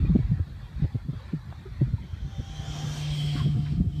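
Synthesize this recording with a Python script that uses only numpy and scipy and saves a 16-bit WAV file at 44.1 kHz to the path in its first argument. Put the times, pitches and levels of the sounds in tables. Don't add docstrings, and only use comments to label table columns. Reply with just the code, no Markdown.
import sys
import numpy as np
from scipy import signal
from scipy.fft import rfft, irfft, next_fast_len
from scipy.io import wavfile
from scipy.ndimage import uniform_filter1d, map_coordinates

SR = 44100
rng = np.random.default_rng(int(sys.argv[2]) if len(sys.argv) > 2 else 0)


def persist_wave(psi):
    counts = np.round(np.clip(psi, -1, 1) * 32767).astype(np.int16)
    wavfile.write(sys.argv[1], SR, np.atleast_2d(counts).T)


N = 176400
UNSTEADY_DB, STREAK_DB = 1, 3


def amp(db):
    return 10 ** (np.asarray(db) / 20)


def unit(x):
    return x / np.sqrt(np.mean(x ** 2) + 1e-20)


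def white_noise():
    return rng.standard_normal(N)


def curves(rows):
    times, *columns = np.transpose(rows)
    return [np.interp(np.arange(N) / SR, times, column) for column in columns]


def wobble(rate):
    knots = rng.standard_normal(int(N * rate / SR) + 4)
    return map_coordinates(knots, [np.arange(N) * rate / SR])


def filtered(x, response):
    size = next_fast_len(len(x) + 8192)
    spectrum = rfft(x, size) * response(np.fft.rfftfreq(size, 1 / SR))
    return irfft(spectrum, size)[:len(x)]


def coloured(x, points):
    f, db = np.transpose(points)

    def response(hz):
        return amp(np.interp(np.log(hz + 1), np.log(f + 1), db, -120, -120))
    return unit(filtered(x, response))


def patchy_noise(spectrum, patchy_db, size=(2, 10)):
    grid = signal.stft(rng.standard_normal(N + 2048), nperseg=1024)[2]
    across_pitch = uniform_filter1d(rng.standard_normal(grid.shape), size[0], 0)
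    patches = unit(uniform_filter1d(across_pitch, size[1], 1))
    noise = signal.istft(grid * amp(patchy_db * patches), nperseg=1024)[1]
    return coloured(noise, spectrum)[:N]


def add(out, s, piece):
    part = out[max(round(s * SR), 0):][:len(piece)]
    part += piece[:len(part)]


def puff(length_s):
    t = np.arange(round(3 * length_s * SR)) / SR
    u = 4.55 * t / length_s
    return t, u * u * np.exp(2 - u) / 4


def burst(swell, noise):
    shaped = swell * noise
    return shaped * np.linalg.norm(swell) / np.linalg.norm(shaped)


# f/Hz, relative level/dB
FAR_HISS = [(5000, -5), (9000, -8), (10400, -11.5), (12000, -8), (15300, -16)]


def far_hiss():
    return amp(-74.5) * coloured(white_noise(), FAR_HISS)


# t/s, level/dB
RUMBLE_LEVEL = [(0, -21), (.42, -36), (.5, -43), (.75, -38), (1.6, -42), (1.8, -31.5), (2.05, -38.5),
                (3.2, -39), (3.5, -32), (4, -31.5)]
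# f/Hz, relative level/dB
DEEP_COLOUR = [(20, -54.5), (48, 1), (95, 0), (140, -16), (260, -49)]
# f/Hz, relative level/dB
FLUTTER_COLOUR = [(70, -14.5), (130, 2.5), (200, -6.5), (520, -36)]


def lumpy_noise(depth_db, colour):
    lumps = amp(depth_db * wobble(25))
    return unit(lumps * coloured(white_noise(), colour))


def wind_rumble():
    level_db, = curves(RUMBLE_LEVEL)
    deep = lumpy_noise(3, DEEP_COLOUR)
    flutter = amp(-2) * lumpy_noise(6, FLUTTER_COLOUR)
    return amp(level_db) * (deep + flutter)


# t/s, level/dB
RUSTLE_LEVEL = [(0, -52.5), (.55, -57), (.8, -52.5), (1.08, -58.5), (1.2, -52.5), (1.4, -57), (1.85, -54.5),
                (2.2, -59), (3.4, -57), (3.75, -60.5), (4, -68.5)]
# f/Hz, relative level/dB
RUSTLE_COLOUR = [(250, -15), (700, -15), (1850, -16), (2480, -20.5), (2970, -28), (3200, -20.5),
                 (4400, -23), (5100, -33.5), (9000, -44)]


def canopy():
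    level_db, = curves(RUSTLE_LEVEL)
    unsteady_db = level_db + UNSTEADY_DB * wobble(13.27)
    return amp(unsteady_db) * patchy_noise(RUSTLE_COLOUR, patchy_db=4, size=(3, 5))


# t/s, level/dB of the swell's peak, f/Hz, length/s (fades over three),
# pitch spread (as a share of f)
TAPS = [(1.522, -42, 790, 0.0077, 0.42), (1.653, -40.5, 386, 0.02, 0.039), (0.049, -52, 2440, 0.029, 0.018),
        (3.351, -45, 1340, 0.066, 0.22), (3.396, -39.5, 1046, 0.02, 0.036), (3.653, -50, 1590, 0.028, 0.36)]


def taps():
    out = np.zeros(N)
    for s, db, hz, length_s, spread in TAPS:
        t, swell = puff(length_s)

        def band(f):
            return np.exp(-(np.log((f + 1) / hz) / spread) ** 2 / 2)
        noise = unit(filtered(rng.standard_normal(4096), band))
        add(out, s, amp(db) * burst(swell[:4096], noise[:len(t)]))
    return out


WHISTLES_HZ = [3083, 3163, 3290]


def whistle():
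    width_hz = 57

    def ring(hz):
        return filtered(white_noise(), lambda f: 1 / (1 + (2 * (f - hz) / width_hz) ** 2))
    return unit(sum(amp(STREAK_DB * wobble(5.19)) * ring(hz) for hz in WHISTLES_HZ))


# t/s, level/dB before small random changes, treble change/dB,
# whistle/dB relative to the air noise
RUSH = [(2.02, -64, -24.5, 0), (2.4, -55.5, 1.5, -6.5), (2.62, -48.5, 2.5, -2), (2.77, -44, 2.5, -3),
        (2.98, -43, 5.5, -6), (3.08, -43, -5.5, -9), (3.2, -44.5, 2.5, 1), (3.31, -44.5, -2.5, -0.5),
        (3.39, -44, -2.5, -2.5), (3.47, -50, -4.5, 3), (3.56, -56.5, 1, -4.5), (3.72, -54, -7.5, -11),
        (3.85, -67, 3, -5), (4.0, -58, -4.5, 3.5)]
# f/Hz, relative level/dB
COMING = [(230, -4), (1500, -9), (2700, -14), (3300, -7), (4800, -16), (6000, -9.5), (7400, -21.5),
          (10300, -37.5), (12300, -34.5), (15300, -48.5)]
# f/Hz, relative level/dB
GOING = [(230, -0.5), (1500, -16.5), (2200, -7.5), (3500, -7), (5400, -9.5), (6200, -20), (8300, -15.5),
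         (10200, -31), (12100, -26.5), (15300, -36)]


def passing_rush():
    turn_s, turn_takes_s, treble_from_hz = 3.03, .1, 6800
    level_db, treble_db, whistle_db = curves(RUSH)
    t = np.arange(N) / SR
    going = (1 + np.tanh((t - turn_s) / turn_takes_s)) / 2
    air = np.sqrt(1 - going) * patchy_noise(COMING, patchy_db=3.5)
    air = air + np.sqrt(going) * patchy_noise(GOING, patchy_db=2.0)
    treble = filtered(air, lambda hz: 1 / (1 + (treble_from_hz / (hz + 1)) ** 8))
    air = air + (amp(treble_db) - 1) * treble + amp(whistle_db) * whistle()
    started = np.arange(N) > RUSH[0][0] * SR
    return started * amp(level_db + UNSTEADY_DB / 2 * wobble(14)) * air


# t/s, f/Hz, level/dB
HUM = [(2.2, 151.3, -62.5), (2.75, 149.4, -34.5), (3.35, 146.9, -27.5), (3.75, 145.6, -29),
       (3.86, 148, -47), (4.0, 149.7, -27.5)]
# multiple of its pitch, level/dB relative to it before random changes
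OVERTONES = [(2, -24), (6, -40.5), (8, -43)]
# t/s, f/Hz, level/dB
WHINE = [(1.9, 784, -73.5), (2.8, 781, -52.5), (2.9, 778, -68), (3.2, 730, -62), (3.35, 717, -55.5),
         (4.0, 700, -70)]


def motor():
    hum_hz, hum_db = curves(HUM)
    whine_hz, whine_db = curves(WHINE)
    phase = 2 * np.pi * np.cumsum(hum_hz + 0.17 * wobble(4.8)) / SR
    overtones = sum(amp(db + STREAK_DB * wobble(4.3)) * np.sin(k * phase) for k, db in OVERTONES)
    hum = amp(hum_db + UNSTEADY_DB * wobble(10)) * (np.sin(phase) + overtones)
    whine_phase = 2 * np.pi * np.cumsum(whine_hz + 7 * wobble(40)) / SR
    whine = amp(whine_db + STREAK_DB * wobble(29.96)) * np.sin(whine_phase)
    started = np.arange(N) > HUM[0][0] * SR
    return np.sqrt(2) * started * (hum + whine)


# t/s, level/dB of the swell's peak, middle f/Hz of the falling pitch,
# edge level/dB relative to the thump, length/s (fades over three)
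BUFFETS = [(0.043, -19.5, 107.3, -10.5, 0.037), (0.093, -16, 158, -17, 0.046),
           (0.152, -11.5, 194.3, -7, 0.018), (0.187, -18.5, 120, -14, 0.035),
           (0.285, -20.5, 105.6, -43, 0.0684), (0.314, -16, 144.7, -22, 0.033),
           (0.394, -19.5, 89, -18.5, 0.04), (0.821, -17, 133, -20, 0.027), (0.841, -15, 97.5, -19.5, 0.017),
           (0.949, -17, 119, -11, 0.019), (1.087, -20.5, 141, -15.5, 0.025),
           (1.133, -29.5, 162, -8.5, 0.017), (1.329, -24.5, 152.7, -2.5, 0.047),
           (1.811, -15, 126.3, -9, 0.0432), (1.936, -16, 102, -27, 0.022), (2.131, -23.5, 85, -37, 0.029),
           (2.396, -23.5, 73, -11.5, 0.015), (2.597, -23, 101, -22, 0.014), (3.353, -24.5, 140, -4, 0.023),
           (3.412, -22, 113, -17, 0.017), (3.459, -23.5, 154.4, -4.5, 0.05), (3.769, -19, 146, -20, 0.049),
           (3.803, -15, 180, -17, 0.021)]
# f/Hz, relative level/dB
EDGE_COLOUR = [(120, -12), (250, 0), (480, -19), (750, -30), (950, -50)]


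def wind_buffets():
    sag, edge_length_s = 0.62, .016
    out = np.zeros(N)
    edge_noise = coloured(white_noise(), EDGE_COLOUR)
    for s, db, hz, edge_db, length_s in BUFFETS:
        t, swell = puff(length_s)
        pitch_hz = hz * (1 + sag * np.exp(-t / length_s) - sag / 2)
        turn = rng.uniform(0, 1)
        thump = swell * np.sin(2 * np.pi * (turn + np.cumsum(pitch_hz) / SR))
        add(out, s - .004, amp(db) * thump)
        snap = puff(edge_length_s)[1]
        edge = burst(snap, edge_noise[round(s * SR):][:len(snap)])
        add(out, s - .002, amp(db + edge_db) * edge)
    return out


def scene():
    background = far_hiss() + wind_rumble() + canopy() + taps()
    passing = passing_rush() + motor()
    return (background + passing + wind_buffets())[None]


def record(dry):
    from_ends = np.minimum(np.arange(N), np.arange(N)[::-1])
    fade = np.clip(from_ends / 100, 0, 1)
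    return filtered(dry[0] * fade, lambda hz: hz < 15250)[None]


dry = scene()
out = record(dry)
persist_wave(out)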